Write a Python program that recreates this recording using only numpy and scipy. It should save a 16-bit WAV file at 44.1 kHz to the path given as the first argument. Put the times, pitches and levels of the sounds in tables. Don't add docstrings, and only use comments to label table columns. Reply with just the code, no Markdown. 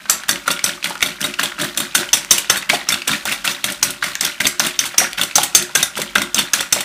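import sys
import numpy as np
from scipy import signal
from scipy.fft import rfft, irfft
from scipy.io import wavfile
from scipy.ndimage import uniform_filter1d

SR = 44100
rng = np.random.default_rng(int(sys.argv[2]) if len(sys.argv) > 2 else 0)


def generate_wav(sig):
    pcm = np.round(np.clip(np.atleast_2d(sig).T, -1, 1) * 32767).astype(np.int16)
    wavfile.write(sys.argv[1], SR, pcm)


N = 301952

# freq_hz, t60_s
ROOM_DECAY = [(150, 0.21), (1000, 0.42), (3000, 0.25), (7000, 0.24), (14000, 0.14)]
# start_s, swish_db, push_db
STROKES = [(0.089, -36, -44), (0.282, -33, -31.5), (0.467, -32.5, -31), (0.635, -29.5, -34.5),
           (0.834, -33.5, -38), (1.016, -30.5, -32.5), (1.204, -29.5, -30), (1.387, -28.5, -33),
           (1.586, -26.5, -25), (1.763, -31, -32.5), (1.944, -26.5, -28.5), (2.128, -30.5, -37.5),
           (2.303, -28, -36), (2.494, -29, -33), (2.691, -25.5, -28.5), (2.884, -29, -33),
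           (3.072, -24.5, -27), (3.255, -24.5, -34), (3.442, -25, -34), (3.639, -30, -33),
           (3.824, -30.5, -33.5), (4.021, -29, -37.5), (4.206, -27, -35.5), (4.4, -29.5, -29),
           (4.594, -24.5, -27.5), (4.788, -29, -40), (4.977, -24, -33), (5.174, -29, -33),
           (5.353, -26.5, -30.5), (5.544, -31, -31.5), (5.747, -26, -35), (5.96, -32.5, -33.5),
           (6.15, -34, -26.5), (6.347, -28, -28), (6.532, -27, -39), (6.724, -28, -33)]
# freq_hz, width_hz, level_db
BODY_MODES = [(96, 18, -19), (176, 63, 3), (206.8, 33, 1), (258.7, 39, 1.5), (357, 12.3, -0.5),
              (472, 200, -5), (582.3, 44, 0)]
# freq_hz, level_db
FIZZ_SPECTRUM = [(100, -40), (300, -13.5), (1000, 1), (1450, 6.5), (3500, 7), (5000, 5), (9000, 0),
                 (15000, -8)]
# freq_hz, level_db
SCRAPE_SPECTRUM = [(1000, -69), (3500, 7.5), (5000, -2), (6200, 9), (7200, -24), (8800, 6.5), (10500, -3),
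                   (15000, -0.5)]
# start_s, level_db
SNAPS = [(0.236, -19), (0.3571, -17), (0.592, -12), (0.955, -14), (0.979, -21), (0.9921, -24),
         (1.0078, -14), (1.3388, -18), (1.7489, -14), (2.2478, -9.5), (2.6249, -17), (2.813, -25),
         (3.019, -20), (4.154, -1), (5.1318, -7), (5.3127, -26), (5.382, 3), (5.6954, -24), (5.9792, -9),
         (6.0174, -4)]
# start_s, level_db, pitch_hz
POPS = [(0.056, -21, 1500), (0.0958, -10.5, 1366), (0.235, -18.5, 1680), (0.2913, -8, 1670),
        (0.357, -19, 2070), (0.459, -23, 1360), (0.4782, -3, 1440), (0.5918, -14.5, 2320),
        (0.6422, -19, 3070), (0.8275, -16.5, 2480), (0.8426, -6.5, 3220), (0.857, -8.5, 2100),
        (0.905, -19, 910), (0.9535, -18.5, 1450), (1.007, -17, 2090), (1.0254, -2.5, 2220),
        (1.3396, -13, 2730), (1.3942, -6.5, 1650), (1.457, -9, 3220), (1.5179, -18, 1430),
        (1.581, -21, 1490), (1.9504, -7, 1485), (2.03, -17, 1480), (2.0892, -16.5, 2960),
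        (2.3818, -8, 2840), (2.4448, -19, 1940), (2.5, -7, 1465), (2.627, -17.5, 1880), (2.698, 1.5, 2100),
        (2.7321, -11, 635), (2.8135, -21, 1910), (2.8872, -16, 1370), (2.903, -7.5, 2160),
        (2.9414, -6.5, 2630), (3.0188, -13.5, 2680), (3.0754, -11, 3300), (3.0925, -9.5, 1550),
        (3.1327, -9.5, 2500), (3.2552, -20.5, 950), (3.322, -9, 2000), (3.4761, -5.5, 2820),
        (3.6415, -13.5, 2170), (3.685, -17, 2050), (3.7, -17, 2950), (3.8271, -12, 1390),
        (4.0257, -8.5, 1600), (4.0407, -11, 2090), (4.1547, -17.5, 1860), (4.2104, -14, 1980),
        (4.2504, -7.5, 3400), (4.2637, -11.5, 3240), (4.4053, -5, 2100), (4.4675, -6.5, 2120),
        (4.5995, -6, 1610), (4.6634, -18, 2530), (4.708, -19, 2580), (4.7909, -10.5, 2890),
        (4.854, -14.5, 2880), (4.9422, -18, 1460), (5.0147, -12.5, 768), (5.1817, -14, 1550),
        (5.1937, -12, 1600), (5.2335, -14, 3000), (5.3112, -18, 2570), (5.358, -15, 1370),
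        (5.3813, -10, 787), (5.431, -18, 2680), (5.6962, -27, 970), (5.7574, -4, 1530), (5.83, -19, 2940),
        (5.9543, -17.5, 2920), (5.9722, -15, 1450), (5.99, -17, 542), (6.018, -16, 2116), (6.1569, 0, 1490),
        (6.2173, -9, 2020), (6.3816, -4.5, 3000), (6.537, -8, 1617), (6.6266, -18, 2810),
        (6.7622, -16, 650)]
# freq_hz, level_db
TICK_SPECTRUM = [(80, -53), (300, -20), (1200, -19), (3000, -5.5), (5000, -6), (8500, 4.5), (10500, -0.5),
                 (15000, -4.5)]
# freq_hz, level_db, t60_s
STEEL_MODES = [(1450, -12, .025), (2040, -12, .025), (2830, -10, .025), (3430, -7, .03), (3655, -2, .04),
               (4445, -7, .035), (5320, -14, .015), (5630, -5, .025), (5830, -5, .02), (6100, -1, .036),
               (6220, -1, .034), (6480, -3, .022), (6660, -6, .02), (7570, -10, .018), (7750, -9, .015),
               (8120, -8, .016), (8590, -8, .02), (9650, -11, .012)]
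# start_s, wall_db, bottom_db, chatter_t60_s
BLOWS = [(0.0976, -4, -29, 0.015), (0.291, -13, -7, 0.029), (0.3106, -18, -32, 0.016),
         (0.478, -24, -22, 0.022), (0.5025, -36, -4, 0.04), (0.5135, -18.5, -15, 0.023),
         (0.6412, -6, -10, 0.016), (0.8427, -32, -16, 0.043), (1.0267, -11.5, -4, 0.014),
         (1.0589, -29.5, -10.5, 0.031), (1.214, -18.5, -46, 0.013), (1.2411, -26.5, -8, 0.042),
         (1.3944, -20, -24, 0.012), (1.4308, -24, -5.5, 0.044), (1.6141, -26.5, -14, 0.021),
         (1.642, -30.5, -17, 0.021), (1.7742, -17, -12, 0.02), (1.8011, -30, -10.5, 0.038),
         (1.9499, -8, -4, 0.033), (2.131, -2, -1, 0.038), (2.3084, 3, 0, 0.034), (2.38, -22.5, -32, 0.048),
         (2.4983, -2.5, -4, 0.029), (2.569, -33, -13, 0.066), (2.6947, -24.5, -25, 0.028),
         (2.7414, -36, -11, 0.049), (2.8882, -10, -26, 0.02), (2.9202, -27, -10, .044),
         (2.941, -32, -13, 0.012), (3.077, -17.5, -8.5, 0.028), (3.1143, -31, -12, .024),
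         (3.2537, -22, -12, 0.012), (3.3187, -31, -10.5, 0.061), (3.4494, -25.5, -21, .033),
         (3.475, -33, -9, 0.015), (3.5124, -26.5, -17, 0.022), (3.6418, -20, -6, 0.03),
         (3.7207, -31.5, -26, 0.026), (3.8282, -0.5, -33, 0.022), (3.9054, -27.5, -23, 0.023),
         (4.0392, -31, -40, 0.027), (4.2093, -10.5, -35, 0.013), (4.2375, -39, -13.5, 0.022),
         (4.2476, -14.5, -31, 0.026), (4.4034, -20, -9.5, 0.017), (4.4519, -27, -3, .024),
         (4.468, -10, -26, 0.036), (4.5953, -9, -39, 0.014), (4.6457, -38, -15, 0.019),
         (4.6641, -29, -11, 0.048), (4.7907, -7, -11, 0.012), (4.855, -36.5, -16, 0.083),
         (4.981, 2, -5.5, 0.017), (5.212, -22.5, -5, 0.045), (5.234, -20, -12, 0.021),
         (5.3552, -2.5, -36, 0.033), (5.3817, -34, -10, 0.025), (5.432, -19, -12, 0.053),
         (5.5495, 3.5, 6, 0.021), (5.6238, -27.5, -16, 0.016), (5.7518, -6, -6, 0.029),
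         (5.8276, -10, -7, 0.031), (5.9761, -31, -20, 0.026), (6.0183, -29, -18, 0.024),
         (6.154, -24, -7.5, .023), (6.181, -21, -9.5, 0.012), (6.218, -21.5, -14, 0.016),
         (6.345, -10, -37, 0.011), (6.3643, -35, -10.5, 0.055), (6.3874, -15, -1, 0.042),
         (6.5336, -7, -15, 0.024), (6.5782, -36, -32, 0.02), (6.6065, -17.5, -9, 0.024),
         (6.7246, -5.5, -7.5, 0.026), (6.8056, -22.5, -12, 0.033)]

DRAG_S, WAKE_S = 0.066, 0.18


def gain(db):
    return 10 ** (np.asarray(db) / 20)


def decay(t, t60_s):
    return gain(-60 * t / t60_s)


def attack(t, tau_s):
    return 1 - np.exp(-t / tau_s)


def unit_rms(x):
    return x / np.sqrt(np.mean(x ** 2) + 1e-20)


def lookup(table, hz):
    freq_hz, value = np.transpose(table)
    return np.interp(np.log(hz + 1), np.log(freq_hz + 1), value)


def add(mix, start_s, sound):
    part = mix[round(start_s * SR):][:len(sound)]
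    part += sound[:len(part)]


def colour(x, spectrum):
    response = gain(lookup(spectrum, np.fft.rfftfreq(len(x), 1 / SR)))
    return unit_rms(irfft(rfft(x) * response, len(x))) * np.sqrt(np.mean(x ** 2))


def resonate(x, hz, *widths_hz):
    for width_hz in widths_hz:
        x = signal.lfilter(*signal.iirpeak(hz, hz / width_hz, SR), x)
    return x


def scatter(per_stroke, span_s):
    start_s = np.repeat([row[0] for row in STROKES], per_stroke)
    return np.c_[start_s + span_s * rng.random(len(start_s)), rng.standard_normal((len(start_s), 2))]


def house_rumble():
    centre_hz, width_hz = 47.6, 11
    return gain(-55.5) * unit_rms(resonate(rng.standard_normal(N), centre_hz, width_hz, width_hz))


def kitchen_reverb(x):
    out, turn_rad = np.zeros(N), np.pi * np.arange(N) / SR * 1.3
    for k in range(3):
        taps = np.zeros(SR // 2)
        slots = np.arange(120, len(taps) - 20, 20)
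        taps[slots + rng.integers(0, 20, len(slots))] = rng.choice([-1., 1.], len(slots))
        hz, t, bands = signal.stft(taps, SR, nperseg=256)
        tail = signal.istft(bands * decay(t, lookup(ROOM_DECAY, hz)[:, None]), SR, nperseg=256)[1]
        share = np.sqrt(2 / 3) * np.cos(turn_rad + k * np.pi / 3)
        out += signal.fftconvolve(x * share, tail / np.linalg.norm(tail))[:N]
    return out


def bowl_rocking(force):
    return sum(gain(db) * resonate(force, hz, width_hz, 3 * width_hz) * np.sqrt(SR / width_hz)
               for hz, width_hz, db in BODY_MODES)


def bubble(hz, t60_s, glide):
    t = np.arange(round(t60_s * SR) + 8) / SR
    phase_rad = 2 * np.pi * hz * t * (1 + glide * t / t60_s)
    return attack(t, 1 / (3 * hz)) * decay(t, t60_s) * np.sin(phase_rad)


def froth():
    out, bursts_per_s = np.zeros(N), 14
    for hz in np.geomspace(500, 3800, num=24):
        bursts = (rng.random(N) < bursts_per_s / SR) * gain(3.1 * np.minimum(rng.exponential(1, N), 3))
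        weight = gain(lookup(FIZZ_SPECTRUM, hz)) * hz / 1500
        out += weight * signal.oaconvolve(bursts, bubble(hz, 28 / hz, glide=0.3))[:N]
    return unit_rms(out)


def whisk_drag():
    t = np.arange(SR // 2) / SR
    release_s = np.maximum(t - DRAG_S, 0)
    swish, scrape, push = np.ones((3, N)) * gain([[-43], [-62], [-48]])
    for start_s, swish_db, push_db in STROKES:
        add(swish, start_s, gain(swish_db) * attack(t, 0.0018) * decay(release_s, 0.23))
        add(scrape, start_s, gain(swish_db - 11) * attack(t, 0.0026) * decay(release_s, 0.28))
        add(push, start_s, gain(push_db) * attack(t, 0.0067) * decay(release_s, 0.13))
    bubbles = froth()
    lumps = np.tanh(unit_rms(uniform_filter1d(rng.standard_normal((3, N)), size=200)))
    wash, rasp, shake = rng.standard_normal((3, N)) * gain([[4.0], [5.0], [3.5]] * lumps)
    slosh = gain(-0.5) * bubbles + gain(-1) * unit_rms(colour(wash, FIZZ_SPECTRUM))
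    friction = unit_rms(colour(rasp, SCRAPE_SPECTRUM))
    return swish * slosh + scrape * friction + gain(-13.5) * bowl_rocking(push * shake)


def egg_snaps():
    out, t = np.zeros(N), np.arange(400) / SR
    for start_s, db in SNAPS:
        add(out, start_s, gain(db) * decay(t, t60_s=0.0042) * rng.standard_normal(len(t)))
    return signal.sosfilt(signal.butter(2, [1470, 8500], "band", fs=SR, output="sos"), out)


def egg_pops():
    out, t = np.zeros(N), np.arange(2000) / SR
    wake_pops = [(start_s, -27 + level_draw, 1954 * 2 ** (0.54 * pitch_draw))
                 for start_s, level_draw, pitch_draw in scatter(1, WAKE_S)]
    for start_s, db, hz in POPS + wake_pops:
        t60_s = 0.027 * (1500 / hz) ** 0.77
        spatter = unit_rms(resonate(rng.standard_normal(len(t)), hz, 1.17 * hz, 2.35 * hz))
        add(out, start_s, gain(db - 2.5) * attack(t, 0.0011) * decay(t, 1.32 * t60_s) * spatter)
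        glide = 0.1 + 0.168 * rng.standard_normal()
        add(out, start_s, gain(db) * bubble(0.979 * hz, t60_s, glide))
    return out


def steel_ring(t, wall_db, bottom_db):
    hz, db, t60_s = np.array(STEEL_MODES).T[:, :, None]
    is_wall = hz > 5000
    place, detune, wetness = rng.standard_normal((3, len(hz), 1))
    damping = np.exp(0.3 * abs(wetness) + np.where(is_wall, 0, 0.25))
    level = gain(np.where(is_wall, wall_db, bottom_db) + db + 1.5 * place)
    tones = np.sin(2 * np.pi * hz * (1 + 0.011 * detune) * t)
    return (level * decay(t, t60_s / damping) * tones).sum(0)


def wire_clatter():
    t, taps_per_s = np.arange(6000) / SR, 5000
    ticks, rings = np.zeros(N), np.zeros(N)
    brushes = [(start_s, -33.5 + 2.5 * wall_draw, -33.5 + 2.5 * bottom_draw, 0.019)
               for start_s, wall_draw, bottom_draw in scatter(2, DRAG_S)]
    for start_s, wall_db, bottom_db, chatter_t60_s in BLOWS + brushes:
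        taps = rng.standard_normal(len(t)) * (rng.random(len(t)) < taps_per_s / SR)
        taps *= gain(2.17 * rng.exponential(1, len(t)))
        attack_s = 0.00023 * gain(-0.5 * wall_db)
        taps = unit_rms(taps) * attack(t, attack_s) * decay(t, chatter_t60_s)
        add(ticks, start_s, gain(6 + 0.62 * wall_db) * taps)
        ring = steel_ring(t, wall_db, bottom_db)
        add(rings, start_s, signal.fftconvolve(ring, taps / np.linalg.norm(taps)))
    return colour(ticks, TICK_SPECTRUM), rings


def scene():
    ticks, rings = wire_clatter()
    drag = whisk_drag()
    cavity_hz, cavity_width_hz = 1420, 120
    egg = egg_pops() + egg_snaps() + drag + gain(-1.5) * resonate(drag, cavity_hz, cavity_width_hz)
    room_send = gain(-7) * ticks + gain(-13) * rings + gain(-10.5) * egg
    return (ticks + rings + egg + house_rumble() + kitchen_reverb(room_send))[None]


def record(dry):
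    low_hz, high_hz = 42, 15350
    highpass = signal.butter(2, low_hz, "high", fs=SR, output="sos")
    lowpass = signal.firwin(401, high_hz, window=("kaiser", 8), fs=SR)
    return signal.oaconvolve(signal.sosfilt(highpass, np.clip(dry, -1, 1)), lowpass[None], "same")


dry = scene()
out = record(dry)
generate_wav(out)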